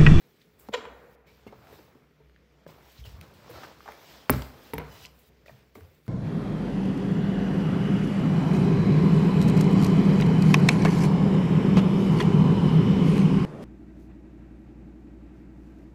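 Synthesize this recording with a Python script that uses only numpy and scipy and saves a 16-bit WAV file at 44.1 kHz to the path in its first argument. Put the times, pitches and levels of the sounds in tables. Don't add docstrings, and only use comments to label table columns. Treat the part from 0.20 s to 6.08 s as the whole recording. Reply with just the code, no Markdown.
import sys
import numpy as np
from scipy import signal
from scipy.fft import rfft, irfft, next_fast_len
from scipy.io import wavfile
from scipy.ndimage import uniform_filter1d, map_coordinates

SR = 44100
rng = np.random.default_rng(int(sys.argv[2]) if len(sys.argv) > 2 else 0)


def elevation(decibels):
    levels = np.asarray(decibels, float)
    return 10 ** (levels / 20)


def materialize(psi):
    bounded = np.clip(np.atleast_2d(psi).T, -1, 1)
    quanta = np.round(bounded * 32767).astype(np.int16)
    wavfile.write(sys.argv[1], SR, quanta)


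N = 259308
TOP_HZ = 15820
CONTACT_DELAY_S = 0.001146


def unit(x):
    return x / np.sqrt(np.mean(x ** 2) + 1e-20)


def along(points, hz):
    f, v = np.transpose(points)
    return np.interp(np.log(hz + 1), np.log(f + 1), v)


def curves(rows):
    s, *cols = np.transpose(rows)
    return [np.interp(np.arange(N) / SR, s, c) for c in cols]


def wobble(rate):
    knots = rng.standard_normal(int(N * 400 / SR) + 4)
    return map_coordinates(knots, [np.arange(N) * rate / SR])


def filtered(x, response):
    m = next_fast_len(len(x) + 8192)
    return irfft(rfft(x, m) * response(np.fft.rfftfreq(m, 1 / SR)), m)[:len(x)]


def rush(spectrum, patchy_db, grain_db):
    z = signal.stft(rng.standard_normal(N), nperseg=512)[2]
    field = uniform_filter1d(rng.standard_normal(z.shape), size=6, axis=0)
    field = uniform_filter1d(field, size=8, axis=1)
    x = signal.istft(z * elevation(patchy_db * unit(field)), nperseg=512)[1][:N]
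    grainy = x * elevation(grain_db * wobble(150))
    return unit(filtered(grainy, lambda hz: elevation(along(spectrum, hz))))


def fade(t, t60, attack):
    return elevation(-60 * t / t60) * (1 - np.exp(-t / attack))


def burst(t, low_hz, high_hz, t60, order=2):
    band = signal.butter(order, [low_hz, min(high_hz, TOP_HZ)], "bandpass", fs=SR, output="sos")
    x = signal.sosfilt(band, rng.standard_normal(len(t)) * fade(t, t60, 0.00029))
    return x / np.abs(x).max()


def add(track, s, x):
    track[round((s + CONTACT_DELAY_S) * SR):][:len(x)] += x


def still_air():
    # (frequency [Hz], density [dB per Hz])
    air = [(18, -44.5), (30, -15), (64, -6.5), (103, -9.5), (153, 3), (328, -3.5), (426, 1), (801, -20.5),
           (2350, -14), (2680, -20.5), (8980, -39), (14400, -30.5), (16000, -36)]
    # (frequency [Hz], line width [Hz], level [dB])
    hum = [(62.8, 2.7, -65), (147.4, 3.3, -73.5), (427, 3.3, -79.5)]
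    # (time [s], level [dB])
    swelling = [(0.0, -81), (0.72, -61), (0.8, -67), (1.24, -72.5), (1.67, -71), (1.8, -69.5), (2.78, -65),
                (2.9, -52), (3.08, -80), (3.91, -69), (4.13, -63.5), (4.45, -71), (4.65, -62),
                (5.06, -70.5), (5.88, -77)]
    lines = []
    for hz, width, db in hum:
        drift = elevation(db + 1.2 * wobble(2.98))
        line = filtered(rng.standard_normal(N), lambda f: 1 / (1 + ((f - hz) / width) ** 2))
        lines.append(drift * unit(line))
    swell = elevation(curves(swelling)[0] - hum[0][2] + 2.5)
    return swell * lines[0] + sum(lines[1:]) + elevation(-66) * rush(air, patchy_db=1.56, grain_db=1.2)


def strokes(jolts, drags, sways):
    sudden = 0.012
    t, power = np.arange(0, N, 32) / SR, 0
    for rows, slow_rise, slow_fall in ((jolts, False, True), (drags, True, False), (sways, True, True)):
        s, span, *levels = np.transpose(rows)[:, :, None]
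        rise = span if slow_rise else sudden
        fall = span if slow_fall else sudden
        under_db = 20 * np.where(t < s, (s - t) / rise, (t - s) / fall)
        power = power + np.sum(elevation(np.array(levels) - under_db) ** 2, axis=1)
    return [np.interp(np.arange(N) / SR, t, np.sqrt(p)) for p in power]


def rubbing():
    # (time [s], time to change 20 dB [s], sole hiss [dB], cloth rustle [dB])
    jolts = [(.002, .9, -68, -72.5), (.395, 0.13, -65, -58), (.53, .06, -60, -62), (.565, 0.08, -50, -75),
             (1.07, 0.95, -64, -74), (1.275, 0.03, -57.5, -64), (2.478, 0.2, -58, -63.5),
             (2.855, .13, -50.5, -59), (3.01, 0.3, -58.5, -67.5), (3.14, 0.7, -62, -67),
             (3.296, 0.27, -60, -60), (4.112, 0.22, -42.5, -47), (4.545, .06, -56, -57),
             (4.59, .2, -59.5, -70), (4.99, .07, -70, -67), (5.262, 0.34, -60, -68), (5.553, .1, -60, -59),
             (5.6, .7, -67, -70)]
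    drags = [
        (.492, 0.13, -62, -68),
        (.95, 1.7, -70.5, -74),
        (2.45, 1.3, -71, -98),
        (4.85, 0.3, -51, -59.5),
        (5.09, .8, -66, -67.5),
    ]
    sways = [(.218, 0.041, -62, -74), (1.544, 0.28, -58.5, -64.5), (2.72, .25, -58, -65),
             (2.796, 0.1, -57, -67), (2.94, .3, -63, -72), (3.365, .25, -52.5, -70),
             (3.44, 0.2, -50.5, -65), (3.7, 0.26, -56.5, -66), (3.918, .38, -51.5, -61.5),
             (4.46, 0.31, -55.5, -63), (4.745, .2, -61, -63), (5.17, .7, -71, -82), (5.866, .03, -71, -68)]
    # (frequency [Hz], density [dB per Hz])
    hiss = [(760, -30.5), (1300, -13), (1920, -6.5), (3410, -6), (5320, -9), (9000, -24), (11700, -68.5),
            (19800, -120)]
    rustle = [(4410, -26.5), (7500, -1.5), (9450, -7.5), (13600, 2.5), (15650, 4), (16000, -10)]
    sole_gain, cloth_gain = strokes(jolts, drags, sways)
    sole = sole_gain * elevation(-3) * rush(hiss, patchy_db=1.4, grain_db=0.65)
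    return sole + cloth_gain * elevation(-0.7) * rush(rustle, patchy_db=2.7, grain_db=1.2)


def shifting_feet():
    # (time [s], time to change 20 dB [s], hull rumble [dB], deck scuff [dB])
    jolts = [(.02, 0.4, -63, -64), (.58, 0.36, -54, -41.5), (1.04, .5, -58.5, -62.5), (1.27, 0.5, -49, -65),
             (2.0, 0.9, -64, -72), (2.488, 0.16, -47, -51), (2.85, 0.43, -48, -54.5),
             (3.026, .3, -50.5, -52.5), (3.33, .6, -51.5, -50), (3.682, 0.26, -59.5, -46.5),
             (4.11, 0.32, -40, -43), (4.165, 0.0154, -26, -52.5), (4.6, 0.15, -46, -39),
             (4.67, 0.5, -48.5, -51.5), (5.57, 0.06, -42.5, -50), (5.61, 0.45, -57, -61.5)]
    drags = [
        (.47, 0.19, -59, -56.5),
        (.93, 1.1, -62, -65),
        (3.29, 0.41, -56, -55),
        (4.521, 1.2, -63, -54),
    ]
    sways = [
        (1.516, 0.48, -53.5, -52.5),
        (2.624, 0.39, -61, -54.5),
        (2.99, .09, -41.5, -57),
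        (3.36, .2, -55, -46),
        (3.44, .15, -53, -47),
        (3.9, 0.99, -63, -54),
        (5.12, 0.07, -58, -76),
        (5.305, 0.067, -62, -55),
        (5.36, .25, -56, -62),
    ]
    # (frequency [Hz], density [dB per Hz])
    hull = [(18, -44.5), (30, -20), (46, -11.5), (70, -1.5), (178, -5.5), (260, -18.5), (340, -47),
            (570, -120)]
    deck = [(120, -37), (200, 0), (644, 1.5), (782, -0.5), (1440, -4.5), (2600, -14.5), (3380, -43),
            (5720, -120)]
    weight, slide = strokes(jolts, drags, sways)
    rumble = weight * elevation(-6) * rush(hull, patchy_db=1.5, grain_db=1.6)
    return rumble + slide * elevation(-3) * rush(deck, patchy_db=1.0, grain_db=1.53)


def rattle():
    # (time [s], peak [dB], T60 [s])
    case_taps = [(0.398, -42, 0.005), (3.1383, -55, 0.0042), (3.302, -45, 0.005), (3.3114, -47, 0.006),
                 (3.7207, -46, 0.0024), (3.7344, -48, 0.0054), (3.7514, -52.5, 0.0043),
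                 (4.1004, -18, 0.0055), (4.1018, -9.5, 0.0027), (4.1037, -11, 0.012),
                 (4.5373, -26.5, 0.005), (4.5407, -28.5, 0.0043), (4.581, -33, 0.007),
                 (4.586, -31.5, 0.005), (4.994, -50.5, 0.0036), (5.5513, -51, 0.0058),
                 (5.8656, -58.5, 0.0039)]
    out, t = np.zeros(N + SR), np.arange(SR // 40) / SR
    for s, db, t60 in case_taps:
        add(out, s - CONTACT_DELAY_S, elevation(db) * burst(t, 10030, TOP_HZ, t60, order=5))
    return out[:N]


def rubs():
    # (time [s], length [s], frequency [Hz], level [dB])
    creaks = [
        (1.065, 0.052, 2250, -62.5),
        (1.27, 0.024, 2180, -56.5),
        (1.266, 0.018, 2750, -58.5),
        (2.772, 0.024, 4000, -59),
        (2.841, 0.026, 3100, -57),
    ]
    out = np.zeros(N + SR)
    for s, length, hz, db in creaks:
        t = np.arange(round(length * SR)) / SR
        drift = unit(uniform_filter1d(rng.standard_normal(len(t)), size=90))
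        pitch = hz * (1 + 1.4 * (t - length / 2) + 0.048 * drift)
        phase = 2 * np.pi * np.cumsum(pitch) / SR
        add(out, s, elevation(db + 2.5) * np.sin(np.pi * t / length) ** 0.71 * np.sin(phase))
    return out[:N]


def taps():
    # (time [s], peak [dB], frequency [Hz], T60 [s], rise [s])
    touches = [(.526, -40, 610, .05, .004), (.533, -34.5, 2800, .04, .004), (.535, -33, 3260, .04, .004),
               (.537, -30, 996, .06, .003), (.536, -40, 7130, .04, .002), (.541, -29, 470, .05, .004),
               (.557, -31, 480, .03, .003), (.573, -37, 450, .06, .004), (1.2645, -42, 400, .03, .0006),
               (2.1605, -56, 1700, .012, .0004), (2.4635, -39, 520, .022, .0006),
               (2.4635, -49, 1500, .012, .0004), (2.839, -45, 3000, .02, .0005),
               (2.863, -50, 2750, .03, .002), (3.292, -42, 480, .08, .006), (3.306, -45, 330, .07, .004),
               (3.352, -48, 1300, .06, .005), (3.4315, -38, 1250, .02, .001), (3.442, -43, 1500, .03, .003),
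               (3.432, -43, 1750, .03, .001), (3.604, -43, 1200, .012, .0004),
               (3.6765, -36, 850, .01, .0004), (4.098, -21, 410, .06, .001), (5.259, -49, 560, .03, .0008),
               (5.259, -50, 1850, .02, .0005), (5.28, -46, 2350, .02, .0005), (5.28, -47, 620, .02, .0008),
               (5.293, -45, 640, .03, .001), (5.293, -48, 1780, .025, .0006),
               (5.553, -46, 2050, .02, .0005), (5.553, -45, 1150, .025, .0005),
               (5.555, -46, 380, .05, .001), (5.572, -47, 300, .06, .003), (5.585, -48, 430, .06, .003),
               (5.64, -61, 520, .3, .01)]
    out, t = np.zeros(N + SR), np.arange(SR // 3) / SR
    settling = t + .0004 * (1 - np.exp(-t / .006))
    for s, db, hz, t60, rise in touches:
        swell = fade(t, t60, rise)
        add(out, s, elevation(db) * swell / swell.max() * np.sin(2 * np.pi * hz * settling))
    return out[:N]


def ticks():
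    # (time [s], peak [dB], frequency [Hz], cycles to fall 60 dB [count], splash [dB])
    edge_hits = [(0.2153, -51, 3810, 23, -22), (0.485, -52, 2250, 22, -21), (0.6526, -37, 2600, 9, -22),
                 (1.4698, -41, 2000, 8, -24), (2.0955, -47, 1690, 4, -26), (2.161, -47, 2000, 4, -28),
                 (3.0111, -35.5, 2300, 19, -2), (3.6045, -35, 1500, 4.5, -22), (3.6772, -30, 1500, 6, -27),
                 (3.7197, -35.5, 2160, 14.5, -20), (4.095, -4.5, 1500, 8, -20.5),
                 (4.135, -20, 1150, 5, -24), (4.1928, -37, 1200, 9, -14), (4.2185, -33, 1620, 7.5, -10.5),
                 (4.534, -27, 2000, 10, -16), (4.5805, -25, 2130, 14, -13),
                 (4.8504, -30.5, 2760, 18, -15.5), (4.8565, -29.5, 5000, 12, -12),
                 (5.26, -47, 1303, 8, -17), (5.6068, -42, 1500, 6, -11), (5.8646, -54, 1200, 19.5, -5.5)]
    out, t = np.zeros(N + SR), np.arange(SR // 20) / SR
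    for s, db, hz, cycles, splash_db in edge_hits:
        ring = np.sin(2 * np.pi * hz * t) * fade(t, cycles / hz, 0.00023)
        smear = .5 * burst(t, hz * 0.65, hz * 1.3, cycles / hz)
        splash = elevation(splash_db) * burst(t, 4900, TOP_HZ, 0.0017)
        add(out, s, elevation(db) * (ring + smear + splash))
    return out[:N]


def squeak(rows, colour, jitter, rough):
    rate, db = curves(rows)
    cycles = np.cumsum(rate * (1 + jitter * wobble(90))) / SR
    slips = np.diff(np.floor(cycles), prepend=0) * elevation(1.8 * wobble(300))
    gain = lambda hz: elevation(along(colour, hz)) * np.exp(3j * np.log(hz + 100))
    tone = unit(filtered(slips - slips.mean(), gain))
    noise = unit(filtered(rng.standard_normal(N), gain))
    inside = (np.arange(N) > rows[0][0] * SR) & (np.arange(N) < rows[-1][0] * SR)
    return elevation(db) * inside * (tone + rough * noise)


def sole_squeal():
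    # (time [s], slip rate [Hz], level [dB])
    slipping = [
        (4.68, 1000, -73),
        (4.72, 1000, -60.5),
        (4.8, 1000, -65),
        (4.85, 1000, -55),
        (4.87, 1018, -54),
    ]
    # (frequency [Hz], density [dB per Hz])
    colour = [(530, -25), (900, 1), (1960, -2), (3150, 7.5), (3530, 2), (5150, 4), (9000, -11),
              (11700, -47), (19800, -120)]
    return squeak(slipping, colour, jitter=.02, rough=0.6)


def board(x):
    # (frequency [Hz], width [Hz], level [dB])
    resonances = [(420, 19, 3.5), (444, 8, 0), (482.6, 22, -2), (583, 27, 2.5), (927, 20, -8.5),
                  (1407, 35, -13), (1870, 58, -10)]

    def response(f):
        total = 0
        for k, (centre, width, db) in enumerate(resonances):
            damping = 1j * f * width
            total = total + (-1) ** k * elevation(db) * damping / (centre * centre - f * f + damping)
        return total
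    return filtered(x, response)


def heel_twist():
    # (time [s], slip rate [Hz], level [dB])
    slipping = [
        (.522, 490, -64),
        (.533, 485, -45.5),
        (.541, 468, -30),
        (.549, 452, -32),
        (.563, 440, -60),
    ]
    # (frequency [Hz], density [dB per Hz])
    colour = [(220, -40), (380, 1), (1520, 2.5), (2000, -0.5), (3000, 4), (3950, -4), (4560, -11.5),
              (7240, -16), (7560, -21.5), (8990, -31), (12000, -33), (15600, -60), (22000, -120)]
    chirp = squeak(slipping, colour, jitter=.015, rough=1.1)
    return chirp + elevation(10.5) * board(chirp)


def struck(hits, modes):
    out, t = np.zeros(N + SR), np.arange(SR // 3) / SR
    hz, level, t60 = np.transpose(modes)[:, :, None]
    for s, db, bright_db, bend in hits:
        strength = elevation(db + level + bright_db * np.log2(hz / hz[0]))
        ring = strength * fade(t, t60, .0003) * np.sin(2 * np.pi * bend * hz * t)
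        add(out, s, ring.sum(axis=0))
    return out[:N]


def hatch_lid():
    # (frequency [Hz], level [dB], T60 [s])
    lid = [(285, -10, .15), (447, 0, .06), (724, -13, .06), (920, -5, .07), (1010, -12, .05),
           (1250, -9, .025), (1448, -16, .04), (2035, -5, .022), (2240, -11, .025), (2700, -13, .018),
           (3500, -14, .012)]
    # (time [s], level [dB], brightness [dB per octave], pitch factor under the load [ratio])
    hits = [
        (4.534, -26.5, 0, 1.0),
        (4.552, -41, 2, .9),
        (4.5605, -43, 1, .84),
        (4.58, -32, 2, 1.03),
        (4.595, -42, 2, 1.07),
        (4.6, -38, 1, 1.1),
        (4.616, -41, 1.5, 1.05),
        (4.648, -49, 2, 1.01),
    ]
    return struck(hits, lid)


def cockpit_floor():
    # (frequency [Hz], level [dB], T60 [s])
    floor = [(253, 0, .085), (428, -14, .06), (624, -6, .06), (880, -7, .035), (1168, -18, .05),
             (1412, -10, .025), (1768, -11, .03), (2288, -17, .035), (2840, -24, .03)]
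    # (time [s], level [dB], brightness [dB per octave], pitch factor under the load [ratio])
    hits = [
        (4.096, -15.5, 0, 1.0),
        (4.1145, -44, 6, .97),
        (4.1362, -27, 0, .96),
        (4.192, -42, 4, .92),
    ]
    return struck(hits, floor)


def thuds():
    # (time [s], peak [dB], frequency [Hz], T60 [s])
    loads = [(0.484, -38.5, 204, 0.18), (1.263, -39, 211, 0.12), (2.461, -46, 153, 0.13),
             (2.787, -31, 62.6, 0.18), (2.861, -40, 99, 0.18), (2.921, -36, 65, 0.13),
             (2.962, -42, 81, 0.26), (3.301, -46, 112, 0.28), (3.332, -42, 80, 0.29),
             (4.096, -23, 249, 0.13), (4.098, -19, 129, 0.25), (4.1, -23, 69.3, 0.26),
             (4.134, -27, 129, 0.18), (4.16, -27, 63.6, 0.23), (4.535, -32, 148.4, 0.22),
             (4.541, -35, 65.2, 0.38), (4.579, -33, 149.4, 0.31), (5.309, -48.5, 129, 0.37),
             (5.562, -49, 223, 0.12), (5.604, -42.5, 83.4, .44)]
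    out, t = np.zeros(N + SR), np.arange(SR // 2) / SR
    sagging = t + 0.00065 * (1 - np.exp(-t / 0.013))
    for s, db, hz, t60 in loads:
        swing = np.sin(2 * np.pi * hz * sagging) * fade(t, t60, .45 / hz)
        shudder = 0.35 * burst(t, hz * 0.93, hz * 1.6, t60 * 1.1)
        add(out, s, elevation(db) * (swing + shudder))
    return out[:N]


def knocks():
    # (time [s], peak [dB], contact pitch [Hz], crack [dB], T60 [s])
    contacts = [(0.4855, -25.5, 370, -14.5, 0.022), (0.651, -30, 750, -38, 0.06),
                (1.265, -37.5, 420, -20, 0.07), (1.323, -36.5, 524, -20, 0.07),
                (1.527, -42, 396, -37, 0.11), (1.588, -40.5, 304, -25, 0.097),
                (1.675, -45.5, 304, -26, 0.073), (1.749, -44, 243, -20, 0.079), (2, -47.5, 435, -40, 0.18),
                (2.4635, -39, 482, -18, 0.04), (3.295, -46, 427, -32, 0.07), (3.432, -34, 1350, -20, 0.1),
                (3.657, -36.5, 762, -15.5, 0.095), (3.685, -28.5, 641, -19.5, 0.066),
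                (4.0935, -7.5, 277, -15, 0.051), (4.133, -18.5, 267, -19, 0.047),
                (4.219, -31, 416, 1.5, 0.048), (4.5335, -27, 427, -8, 0.051), (4.579, -30, 450, -5, 0.043),
                (4.597, -38, 450, -21, 0.065), (5.2805, -42, 650, -11, 0.035), (5.293, -42, 640, -14, 0.04),
                (5.5525, -37, 480, -12, 0.06)]
    # (frequency [Hz], level [dB], T60 [s])
    deck = [(129, -1.5, 0.41), (257.7, -11.5, 0.19), (431, 2.5, 0.22), (577.5, -26, 0.31), (911, 0.5, 0.17),
            (1075, -16, 0.34), (1364, 1.5, 0.067), (1750, -10.5, 0.09), (1828, -13, 0.2),
            (2067, -17.5, 0.81), (2290, -17, 0.33)]
    out, t = np.zeros(N + SR), np.arange(SR // 4) / SR
    hz, level, ring = np.transpose(deck)[:, :, None]
    for s, db, pitch, crack_db, t60 in contacts:
        near_db = -7 * np.abs(np.log2(hz / pitch)) + .5 * level + rng.normal(0, 1.1, hz.shape)
        ring_s = ring * t60 * 8 * np.minimum(1, 700 / hz)
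        modes = np.sum(elevation(near_db) * fade(t, ring_s, 0.0004) * np.sin(2 * np.pi * hz * t), axis=0)
        blow = np.clip((db + 48) / 42, 0, 1)
        lead = 1.3 / pitch * blow * (1 - np.exp(-t / 0.00094))
        contact = np.sin(2 * np.pi * pitch * (t + lead)) * fade(t, t60 * 0.53, 0.0008)
        thump = burst(t, pitch * .6, pitch * 1.8, t60)
        body = 0.53 * contact + 0.31 * modes / np.abs(modes).max() + 0.45 * thump
        crack = elevation(crack_db - 2) * burst(t, 1300, 5000, t60 * 0.39)
        case_tick = elevation(crack_db - 11.5) * burst(t, 10500, TOP_HZ, t60 * 0.19)
        add(out, s + .0012 * blow ** 2, elevation(db) * (body + crack + case_tick))
    return out[:N]


def shed(x, t60s, delay):
    hz, t, z = signal.stft(rng.standard_normal(SR), SR, nperseg=256)
    tail = signal.istft(z * elevation(-60 * t / along(t60s, hz)[:, None]), SR, nperseg=256)[1]
    late = np.pad(x, (round(delay * SR), 0))
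    return signal.fftconvolve(late, tail / np.linalg.norm(tail))[:N]


def reflections(heel, steps):
    # (frequency [Hz], T60 [s])
    near_decay = [(100, 0.23), (500, 0.51), (2000, 0.47), (8000, 0.38)]
    far_decay = [(100, 0.93), (450, 1.6), (1900, 1.1), (2800, 0.62), (8000, 0.8)]
    near = elevation(-12.5) * shed(heel + steps, near_decay, delay=.007)
    return near + shed(elevation(-14) * heel + elevation(-25.5) * steps, far_decay, delay=.025)


def scene():
    heel = heel_twist()
    steps = knocks() + ticks() + rubs() + thuds() + sole_squeal()
    steps = steps + hatch_lid() + cockpit_floor() + taps()
    at_camera = rattle() + rubbing() + shifting_feet() + still_air()
    return (heel + steps + reflections(heel, steps) + at_camera)[None]


def band_limit(x):
    return signal.sosfilt(signal.butter(12, 16650, fs=SR, output="sos"), x)


def record(dry):
    bass_cut = signal.butter(6, 46, "highpass", fs=SR, output="sos")
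    x = signal.sosfilt(bass_cut, dry[0])
    x = filtered(x, lambda hz: np.clip((TOP_HZ - hz) / 150 + .5, 0, 1))
    return band_limit(x[None])


dry = scene()
out = record(dry)
materialize(out)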